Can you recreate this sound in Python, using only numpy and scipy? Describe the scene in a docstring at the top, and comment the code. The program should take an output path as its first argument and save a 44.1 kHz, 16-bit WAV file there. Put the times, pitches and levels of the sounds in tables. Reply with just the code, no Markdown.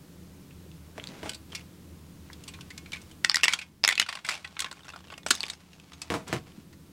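"""Plastic toy on a tub lid

Hands work a plastic toy figure and its hollow handle close to a small microphone: stiff parts tick,
ratchet and snap free, each contact a filtered noise crack with a rattle and a ringing shell.
The figure is dragged off a plastic tub lid (hissing slips), then stood on it again with two hollow knocks.
Small room, fan humming behind as coloured noise and tones; the gain ducks at loud snaps and creeps back."""
import sys
import numpy as np
from scipy import signal
from scipy.fft import rfft, irfft, next_fast_len
from scipy.io import wavfile
from scipy.ndimage import uniform_filter1d, minimum_filter1d, map_coordinates

SR = 44100
rng = np.random.default_rng(int(sys.argv[2]) if len(sys.argv) > 2 else 0)


def master_out(mix):
    """Clip the mix to full scale and print it as 16-bit PCM to the path in sys.argv[1]."""
    frames = np.transpose(np.atleast_2d(mix))
    ceiling = np.clip(frames, -1, 1)
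    pcm = np.round(ceiling * 32767).astype(np.int16)
    wavfile.write(sys.argv[1], SR, pcm)


N = 305155

# Distinct plastic contacts, close to the microphone: the figure is gripped and lifted by its handle,
# its limbs tick as it is turned over (from 2.3 s), a stiff joint ratchets (3.2 to 4.0 s), the figure
# swings on the handle and changes hands, the handle is pulled off and the freed limbs clack (from 5.26 s).
# Columns: t/s, level/dB, t60/s, resonance of the part touched f/Hz, treble level/dB
CONTACTS = [ (.508, -49, .028, 2600, -24), (.716, -50, .003, 2700, 6), (.9986, -34.5, .002, 3140, -24),
            (1.04, -34, 0.0014, 3400, -10), (1.0724, -32.5, .0025, 4500, 9), (1.0885, -42, .006, 4310, -4),
            (1.2935, -25.5, 0.027, 3070, 7.5), (1.3456, -34.5, 0.044, 4470, 8.5),
            (1.5204, -38, .045, 3140, -2.5), (1.5503, -26.5, 0.054, 2350, 1.5),
            (2.331, -39.5, .022, 3710, 8), (2.438, -41.5, .022, 2760, 13),
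            (2.4796, -32.5, 0.062, 2830, 6.5), (2.5386, -37, .055, 2390, -6),
            (2.6092, -37.5, 0.043, 2570, 7.5), (2.7047, -35, 0.045, 2070, -5),
            (2.778, -33.5, .027, 5900, 3.5), (2.86, -40.5, .03, 2290, -15), (2.92, -35, 0.016, 3170, 4),
            (2.9316, -25, .045, 2370, -6), (3.016, -45.5, 0.037, 5860, 9), (3.113, -44.5, 0.034, 3080, 8),
            (3.2468, -8.5, 0.0091, 1900, -3), (3.297, -4.5, .0065, 4960, -8.5),
            (3.315, -15, 0.0097, 5300, -13.5), (3.3444, -7, 0.0087, 1910, 7), (3.3577, -6.5, .009, 2040, 3),
            (3.3694, -12, 0.0078, 2100, -2.5), (3.4098, -29.5, 0.018, 2530, -4.5),
            (3.4337, -3.5, .013, 2450, -2), (3.4404, -5.5, .01, 1970, -2), (3.4455, -8, .017, 2710, 5),
            (3.4552, -13, 0.012, 2600, -13.5), (3.4813, -3, 0.018, 2280, -5),
            (3.526, -15.5, .02, 2230, -2.5), (3.535, -7, .025, 3250, 1), (3.5891, -20, .035, 2510, -2.5),
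            (3.615, -23.5, 0.07, 2430, -5), (3.8391, -2.5, 0.006, 5050, -15.5),
            (3.8484, -0.5, .0097, 5240, -8.5), (3.8577, -17, .009, 5340, -8),
            (3.8776, -2, .0063, 2060, 5.5), (3.889, -1.5, 0.0066, 2160, 2), (3.9257, -12, .022, 3590, -10),
            (3.9546, -17.5, 0.01, 3230, 1), (3.9781, -7, .019, 2620, -9.5), (3.9978, -.5, .012, 2950, -2),
            (4.0159, -11, .017, 1010, -7.5), (4.0254, -13.5, 0.023, 2890, -7),
            (4.063, -24.5, 0.036, 1420, -10), (4.0885, -14, 0.05, 1050, -10.5),
            (4.1268, -19, .027, 1040, -9.5), (4.153, -20.5, .026, 1030, -6.5),
            (4.2483, -17.5, .045, 2270, -7), (4.2885, -10.5, 0.022, 1035, -6.5),
            (4.293, -14, .032, 2250, -2.5), (4.446, -21.5, .042, 1940, -13), (4.475, -35, .021, 3960, -5),
            (4.5672, -26, .029, 1350, -22), (4.5926, -17, 0.023, 2100, 5), (4.6038, -13.5, .02, 3300, 13),
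            (4.62, -19.5, 0.031, 1320, -3.5), (4.6445, -18.5, 0.024, 1350, -10.5),
            (4.6604, -25, 0.048, 1720, -11), (4.7135, -26, 0.022, 4060, -1),
            (4.7268, -30.5, 0.014, 1397, 8), (4.851, -36.5, 0.042, 1350, 0),
            (4.882, -31.5, 0.021, 5500, -8), (4.8903, -30, .017, 2600, -1), (4.9013, -32, 0.014, 2710, -5),
            (4.936, -30.5, .039, 1340, -4), (4.961, -30.5, .026, 1464, 2), (5.1017, -33, .02, 2800, -5),
            (5.1226, -29.5, 0.041, 1140, -4), (5.1395, -32.5, 0.013, 2730, -5),
            (5.1787, -31.5, 0.022, 2676, 6), (5.232, -40.5, .018, 3650, 1),
            (5.2637, -17.5, .016, 5670, -1.5), (5.3061, -9.5, .015, 2960, 10.5),
            (5.3086, -3, .017, 1350, 9.5), (5.311, -5.5, .021, 4250, 2), (5.3513, -20, 0.021, 3414, 18.5),
            (5.4058, -15, 0.0052, 4560, 3), (5.4317, -18, .0055, 3630, -1),
            (5.4372, -16.5, 0.0072, 3440, -14.5), (5.5002, -18.5, .013, 3840, 8),
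            (5.732, -39.5, .025, 2850, -2), (5.799, -39, 0.0091, 2630, 4), (5.92, -37, .015, 1280, -8),
            (5.9333, -33.5, .036, 3650, -1.5), (6.0178, -23, .028, 5160, 6.5), (6.279, -34, .031, 3380, 24),
            (6.519, -50, .019, 3190, -7), (6.729, -46, 0.054, 1990, -4)]


def toy(firm_db=-12, rise_share=0.06, rattle_db=-17, lead_db=-30, lead_s=0.0045):
    """Each contact is a short crack in one small part; loose neighbours rattle and the shell rings on."""
    out = np.zeros(N)
    t = np.arange(SR // 7) / SR
    for contact in list(CONTACTS) + rattles():
        s, db, t60, _, _ = contact
        # 0 for a light touch, 1 for a snap under full grip
        firmness = 1 / (1 + amp(2 * (firm_db - db)))
        # glancing contacts swell more slowly than clean snaps
        rise = rise_share * t60
        # each way of touching wakes a few lesser resonances, and others again in the neighbours
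        own, others = rng.uniform(*np.transpose(LESSER_BANDS), (2, len(LESSER_BANDS)))
        crack = sounded(crack_force(t, t60, rise), contact, firmness, own)
        rattle = amp(rattle_db) * sounded(rattle_force(t, rise), contact, firmness, others)
        add(out, s - rise / 2, amp(db) * (crack + rattle + shell(t, contact, firmness)))
        # a firmly pressed part slips a little just before it snaps
        if db > firm_db:
            add(out, s - lead_s, amp(db + lead_db) * crack)
    return out


# Runs of loose parts chattering. Columns: start t/s, length t/s, level/dB, fall over the run level/dB,
# contacts a second, t60/s, resonance f/Hz, treble level/dB
RATTLES = [(1.317, .03, -40, -3, 52, .02, 3180, 1.5), (1.577, .04, -43, 4, 84, 0.021, 2580, -3),
           (2.948, 0.023, -38, 1, 71, 0.028, 2500, -9), (3.381, .02, -27.5, 0, 100, 0.016, 2050, -9),
           (3.491, .035, -18.5, 9, 100, 0.03, 2260, -4), (3.898, .025, -11.5, 1, 120, 0.018, 2060, -7),
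           (4.026, .02, -22.5, 3, 78, .015, 2090, -8), (4.172, .025, -25, 8, 81, 0.02, 1080, -17),
           (4.265, .015, -27.5, 0, 60, .023, 1260, 15), (4.307, .07, -17, 16, 84, 0.022, 2360, -4),
           (4.77, 0.35, -41.5, 1.5, 62, .018, 2940, 1), (5.271, .015, -27, 0, 46.7, 0.028, 2750, 9),
           (5.314, .075, -22.5, 11.5, 137, .022, 4800, -2), (5.455, .085, -28.5, 3, 90, .012, 4600, 2)]


def rattles(jitter=0.33, scatter_db=0.5, pitch_spread=0.098):
    """Loose parts bounce at uneven gaps, drifting in level over the run; gives rows like CONTACTS."""
    rows = []
    for start, length, db, fall_db, rate, t60, hz, treble_db in RATTLES:
        gap, size, pitch = rng.standard_normal((3, 32))
        gaps = np.exp(jitter * gap) / rate
        lags = np.cumsum(gaps) - gaps
        for lag, louder, higher in zip(lags, size, pitch):
            if lag < length:
                level_db = db - fall_db * lag / length + scatter_db * louder
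                rows.append((start + lag, level_db, t60, hz * np.exp(pitch_spread * higher), treble_db))
    return rows


def chatter(t, rise, t60):
    """Rough surfaces meeting: noise that swells, then decays."""
    return rng.standard_normal(len(t)) * (1 - np.exp(-t / rise)) * fade(t, t60)


def crack_force(t, t60, rise, hit_db=-8):
    """The rubbing of a contact with one sharp hit in it."""
    hit = signal.unit_impulse(len(t), round(rise * SR))
    return unit(chatter(t, rise, t60)) + amp(hit_db) * unit(hit)


def rattle_force(t, rise, t60=0.032, grain=0.69):
    """Neighbouring parts shaken by uneven jolts as they settle."""
    knots = np.linspace(0, t[-1], 100)
    jolts = np.exp(grain * np.interp(t, knots, rng.standard_normal(100)))
    return chatter(t, rise, t60) * jolts


# A contact between two parts, as heard close by. Columns: f/Hz, level/dB per Hz
SNAP = [(60, -31), (200, -15.5), (350, -13.5), (600, -11), (1100, -6), (2000, -3), (3500, -2), (5200, -4.5),
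        (6500, -8), (8000, -7.5), (10500, -14), (16000, -31)]
# One lesser resonance falls in each band. Columns: lower f/Hz, upper f/Hz
LESSER_BANDS = [(1000, 1700), (1700, 2900), (2900, 5000), (5000, 8500)]


def sounded(force, contact, firmness, peaks, side_db=6, side_width=0.083):
    """The contact's force heard through the touched part and its lesser resonances."""
    def gain_db(hz):
        lesser = side_db * sum(resonance(hz, peak, side_width) for peak in peaks)
        return along(SNAP, hz) + part_db(hz, contact, firmness) + lesser
    return pulse(coloured(force, gain_db), 1 / 500)


# Fullness of the contacts below 1.4 kHz, greatest while the hollow figure is held near the microphone.
# Columns: t/s, level/dB
FULLNESS = [(1.0, -11), (2.9, -3.5), (3.9, -0.5), (4.1, -1), (4.6, -1.5), (4.77, 23), (4.89, 10),
            (4.94, 20.5), (5.26, 17), (5.31, 3), (6.0, 3)]
# The stiff joint's own resonances, heard in every firm snap. 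Columns: f/Hz, peak level/dB
JOINT = [(1950, 4.5), (5200, 2.5)]


def part_db(hz, contact, firmness, clean_t60=0.0066, peak_db=13.5, peak_fall_db=1,
            ring_width=0.076, joint_width=0.081):
    """Gain of one plastic part: fullness, treble, joint and one resonance, widths in log frequency."""
    s, _, t60, ring_hz, treble_db = contact
    body = np.interp(s, *np.transpose(FULLNESS)) / (1 + (hz / 1400) ** 4)
    treble = treble_db / (1 + (4500 / (hz + 1)) ** 4)
    joint = firmness * sum(height * resonance(hz, peak, joint_width) for peak, height in JOINT)
    # a short, clean contact singles out one resonance: loss per doubling or halving of its length
    ring_db = max(peak_db - peak_fall_db * abs(np.log2(t60 / clean_t60)), 1)
    # plastic is lossy: a strong resonance has wide skirts, not a sharp tip
    width = ring_width * np.sqrt(ring_db / 10 * max(clean_t60 / t60, 1))
    return body + treble + joint + ring_db * resonance(hz, ring_hz, width)


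# The hollow handle that the figure is plugged into. Columns: f/Hz, level/dB, t60/s
HANDLE = [(845, -9, 0.16), (1054, -0.5, 0.075), (1080, -10, 0.18), (1510, -9, 0.18), (1577, -7.5, 0.086),
          (1845, -14, 0.09), (2190, -0.5, 0.17), (2453, -1, 0.13), (2600, -13.5, .2), (2754, 3, 0.086),
          (3370, -3.5, .16), (3590, 1.5, 0.058), (4640, -6.5, 0.11), (7800, -19, 0.082)]
# The figure's thin parts alone. Columns: f/Hz, level/dB, t60/s
FIGURE = [(2580, 1.5, 0.08), (3520, -3.5, 0.057), (5020, -3, 0.1), (6500, -5.5, .12), (8060, -4, 0.072)]


def shell(t, contact, firmness, unplug_s=5.25, follow=0.59, shell_db=-11, grip_db=6, feed_db=2.5):
    """The handle's modes ring until it comes off, then the figure's thin parts."""
    s, _, t60, _, _ = contact
    body = HANDLE if s < unplug_s else FIGURE
    # modes nearest the part's own pitch take up most
    modes = [(hz, db + follow * part_db(hz, contact, firmness), life) for hz, db, life in body]
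    # longer contacts feed the shell more; a firm grip damps it
    level_db = shell_db - grip_db * firmness + feed_db * np.log2(t60 / 0.019)
    return amp(level_db) * pulse(ring(modes, t, scatter_db=7), 1 / 500)


# Blows on the tub lid. Columns: t/s, level/dB, t60/s, tick level/dB
KNOCKS = [(0.98, -43, 0.033, 4.5), (1.231, -38, 0.24, 3), (1.258, -37.5, 0.12, -28),
          (1.5316, -49.5, 0.023, 7), (6.1025, -22, 0.16, 1.5), (6.1198, -27, 0.15, -15),
          (6.14, -22, 0.22, -3.5), (6.3281, -22.5, 0.13, 0), (6.3377, -29.5, 0.1, -5),
          (6.3654, -42, 0.11, 11.5)]
# The lid's panel modes. Columns: f/Hz, level/dB, t60/s
LID = [(151, -2.5, 0.23), (209, -3, 0.21), (300, 5, 0.088), (345.3, 5, 0.14), (467, 0, 0.14),
       (640, -1, 0.25), (688, 9.5, 0.033), (741, -15, 0.19), (850, -3.5, 0.11), (983, -6.5, 0.2),
       (1109, -4.5, 0.19), (1500, -19, 0.14)]
# The lid's dense panel sound under a blow. 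Columns: f/Hz, level/dB per Hz
LID_COLOUR = [(29, -48.5), (50, -3), (153, -0.5), (483, -5), (544, -10.5), (707, -4.5), (778, -6.5),
              (1450, -11), (2020, -16.5), (2390, -13.5), (2690, -19), (8260, -25.5), (15000, -42.5)]


def lid_knocks(modes_db=-2, clatter_db=-0.5, clatter_t60=0.079):
    """Hard feet tick and clatter on the lid and set its many panel modes going."""
    out = np.zeros(N)
    t = np.arange(SR // 2) / SR
    for s, db, t60, tick_db in KNOCKS:
        boom = rng.standard_normal(len(t)) * fade(t, t60)
        panel = pulse(coloured(boom, lambda hz: along(LID_COLOUR, hz)), 1 / 100)
        modes = pulse(ring(LID, t, scatter_db=3.5), 1 / 100)
        tick = foot(signal.unit_impulse(len(t)))
        # the product of three noises: a few hard re-contacts among many light ones
        clatter = foot(rng.standard_normal((3, len(t))).prod(axis=0) * fade(t, clatter_t60))
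        blow = panel + amp(modes_db) * modes + amp(tick_db) * tick + amp(clatter_db) * clatter
        add(out, s, amp(db) * blow)
    return out


# A hard foot meeting the lid. Columns: f/Hz, level/dB per Hz
FOOT = [(100, -2), (600, -4.5), (1700, 1.5), (3000, -1.5), (5000, -12.5), (15000, -28)]


def foot(force):
    """A hard foot colours the force with which it meets the lid."""
    return pulse(coloured(force, lambda hz: along(FOOT, hz)), 1 / 500)


# Dull pushes on the lid and pops of the hollow body. Columns: t/s, level/dB, centre f/Hz, t60/s
THUDS = [(.66, -52, 394, 0.053), (.983, -41, 513, 0.017), (2.3004, -47, 1300, 0.016),
         (2.589, -52, 1250, .012), (5.264, -44, 327, 0.05), (5.306, -25, 308, 0.035),
         (6.11, -35, 133, 0.16), (6.15, -32.5, 174, 0.22), (6.337, -27, 135, 0.093), (6.429, -61, 230, .06),
         (6.574, -38, 229, 0.076)]


def thuds(skirt_db=20):
    """Dull pushes only boom: decaying noise in a band falling off with the square of the octave distance."""
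    out = np.zeros(N)
    t = np.arange(SR // 2) / SR
    for s, db, centre_hz, t60 in THUDS:
        band = lambda hz: np.maximum(-skirt_db * np.log2((hz + 1) / centre_hz) ** 2, -60)
        push = rng.standard_normal(len(t)) * fade(t, t60)
        add(out, s, amp(db) * pulse(coloured(push, band), 1 / 100))
    return out


# The feet sliding on the lid. Columns: start t/s, length t/s, level/dB
SLIDES = [(.96, 0.13, -51), (1.1, 0.22, -48.5), (6.275, .1, -36), (6.465, 0.013, -48.5)]
# The lid heard under sliding feet. Columns: f/Hz, level/dB per Hz
SCRAPE = [(50, -3), (150, 10.5), (400, 3), (780, -1.5), (1500, -4.5), (3000, -7), (7000, -16),
          (15000, -35.5)]


def dragging():
    """Feet catch and slip densely as they are dragged over the lid."""
    gain = strokes(SLIDES, attack_s=0.015, release_t60=0.092)
    return friction(gain, SCRAPE, slips=1800, smooth_db=-3.5)


# Fingers and parts rubbing, close by. 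Columns: start t/s, length t/s, level/dB
RUBS = [(1.25, 0.028, -47), (1.5, .11, -60), (2.26, .85, -62.5), (2.925, 0.022, -60), (3.53, 0.019, -37),
        (3.62, 0.03, -56), (3.91, .03, -48.5), (4.08, 0.093, -42), (4.243, 0.03, -49), (4.28, 0.064, -34.5),
        (4.39, .35, -52.5), (4.76, .42, -58), (5.33, 0.198, -44), (5.6, 0.54, -56), (6.02, .03, -51.5),
        (6.2, 0.414, -59.5)]
# Skin and plastic rubbing on the toy. Columns: f/Hz, level/dB per Hz
RUB_COLOUR = [(100, -37), (700, 2), (1100, 1), (1700, -3), (2600, -1), (5000, -5), (9000, -12.5),
              (16000, -36)]


def rubbing():
    """Skin and plastic slip against the toy in soft strokes."""
    gain = strokes(RUBS, attack_s=0.016, release_t60=0.24)
    return friction(gain, RUB_COLOUR, slips=600, smooth_db=-1)


def friction(gain, colour, slips, smooth_db):
    """Tiny slips of uneven size, so many a second, over a smooth hiss, heard through a body."""
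    grains = (rng.random(N) < slips / SR) * rng.standard_normal(N)
    force = unit(grains) + amp(smooth_db) * rng.standard_normal(N)
    return gain * unit(coloured(force, lambda hz: along(colour, hz)))


def strokes(rows, attack_s, release_t60):
    """Gain of sliding strokes: each swells, holds for its length and dies away."""
    t = np.arange(N) / SR
    gain = np.zeros(N)
    for s, length, db in rows:
        swell = np.clip(1 + (t - s) / attack_s, 0, 1) ** 2
        gain += amp(db) * swell * fade(np.maximum(t - s - length, 0), release_t60)
    return gain


# The small room's decay. Columns: f/Hz, t60/s
ROOM = [(150, 0.28), (1000, 0.14), (3000, 0.11), (7000, 0.12), (15000, 0.062)]


def room(x, wall_s=0.01, wall_db=-21, tail_db=-15, count=10):
    """A near wall answers first, then a short noise tail that changes as the hands move."""
    out = amp(wall_db) * np.pad(x, round(wall_s * SR))[:N]
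    for part in np.array_split(np.arange(N), count):
        # noise whose every band dies at the room's own pace
        hz, t, z = signal.stft(rng.standard_normal(SR // 2), SR, nperseg=256)
        tail = signal.istft(z * fade(t, along(ROOM, hz)[:, None]), SR, nperseg=256)[1]
        tail *= 1 - np.exp(-np.arange(len(tail)) / SR / 0.002)
        add(out, part[0] / SR, amp(tail_db) * signal.fftconvolve(x[part], tail / np.linalg.norm(tail)))
    return out


# Rushing air of the fan and room. Columns: f/Hz, level/dB per Hz
AIR = [(12, -40.5), (20, -7), (48, -26.5), (74, 1), (110, -8.5), (172, 0), (248, -11.5), (328, -11.5),
       (377, -14.5), (513, -18.5), (718, -26.5), (1000, -25), (1810, -29.5), (3740, -30.5), (16000, -36.5)]
# Fan tones, before they waver. Columns: f/Hz, rms level/dB
HUM = [(80.7, -58), (177.6, -63.5), (279.9, -64), (323.0, -67)]


def fan(air_db=-50, waver_db=2, drift_rad=0.5):
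    """Low rushing air with a few tones unsteady in level and phase."""
    t = np.arange(N) / SR
    out = amp(air_db) * unit(coloured(rng.standard_normal(N), lambda hz: along(AIR, hz)))
    for hz, db in HUM:
        level = amp(db + waver_db * wobble(5.5)) * np.sqrt(2)
        out += level * np.sin(2 * np.pi * hz * t + drift_rad * wobble(6))
    return out


def amp(db):
    """Decibels to gain."""
    return 10 ** (np.asarray(db) / 20)


def unit(x):
    """Scale to rms 1."""
    return x / np.sqrt(np.mean(x ** 2) + 1e-20)


def pulse(x, seconds):
    """Scale to the energy that rms 1 has over the given time."""
    return x * np.sqrt(seconds * SR / (np.sum(x ** 2) + 1e-20))


def along(points, hz):
    """Read (f/Hz, value) points on a log axis."""
    f, v = np.transpose(points)
    return np.interp(np.log(hz + 1), np.log(f + 1), v)


def resonance(hz, centre_hz, width):
    """A peak of height 1, its half-width at half height in log frequency."""
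    return 1 / (1 + (np.log((hz + 1) / centre_hz) / width) ** 2)


def wobble(rate):
    """A smooth random curve, rate knots a second."""
    knots = rng.standard_normal(int(N * rate / SR) + 4)
    return map_coordinates(knots, [np.arange(N) * rate / SR])


def fade(t, t60):
    """Free decay, 60 dB down after t60."""
    return np.exp(-np.log(1000) * t / t60)


def coloured(x, gain_db):
    """Causal (minimum-phase) filter with the given dB as a function of frequency."""
    m = 2 * next_fast_len(len(x) // 2 + 1024)
    # folding the cepstrum onto positive time makes the response causal
    cepstrum = irfft(np.log(amp(gain_db(np.fft.rfftfreq(m, 1 / SR))) + 1e-6), m)
    cepstrum[1:m // 2] *= 2
    cepstrum[m // 2 + 1:] = 0
    return irfft(rfft(x, m) * np.exp(rfft(cepstrum)), m)[:len(x)]


def ring(modes, t, scatter_db):
    """Damped modes, excited at new strengths by each blow."""
    hz, db, t60 = np.transpose(modes)[:, :, None]
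    strength = amp(db + scatter_db * rng.standard_normal(hz.shape))
    sign = rng.choice([-1, 1], hz.shape)
    return np.sum(strength * sign * fade(t, t60) * np.sin(2 * np.pi * hz * t), axis=0)


def add(track, s, x):
    """Mix x into the track at time s."""
    start = int(np.clip(round(s * SR), 0, N - 1))
    track[start:start + len(x)] += x[:N - start]


def scene():
    """The toy and the tub lid close by, the room around them and the fan behind."""
    # a small panel radiates almost no deep bass
    bass_cut = [(20, -27), (50, -4.5), (90, -0.5)]
    tub = coloured(lid_knocks() + thuds() + dragging(), lambda hz: along(bass_cut, hz))
    near = toy() + tub + rubbing()
    return (near + room(near) + fan())[None]


def record(dry, ceiling_db=-11, recovery_db=4, size=66, top_hz=15900):
    """The gain drops at once at a loud snap and recovers by a few dB a second; then the band limit."""
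    # size in samples: the level is averaged over 1.5 ms
    level_db = 10 * np.log10(np.abs(uniform_filter1d(dry[0] ** 2, size)) + 1e-12)
    ramp = recovery_db * np.arange(N) / SR
    # hold the deepest cut so far, let off at recovery_db a second
    cut_db = np.maximum.accumulate(np.maximum(level_db - ceiling_db, 0) + ramp) - ramp
    held = dry * uniform_filter1d(minimum_filter1d(amp(-cut_db), 2 * size), size)
    # peaks round off towards 0.75 of full scale
    held = held / (1 + np.abs(held / 0.75) ** 6) ** (1 / 6)
    m = next_fast_len(N + SR // 2)
    passed = np.fft.rfftfreq(m, 1 / SR) < top_hz
    return irfft(rfft(held, m) * passed, m)[:, :N]


dry = scene()
out = record(dry)
master_out(out)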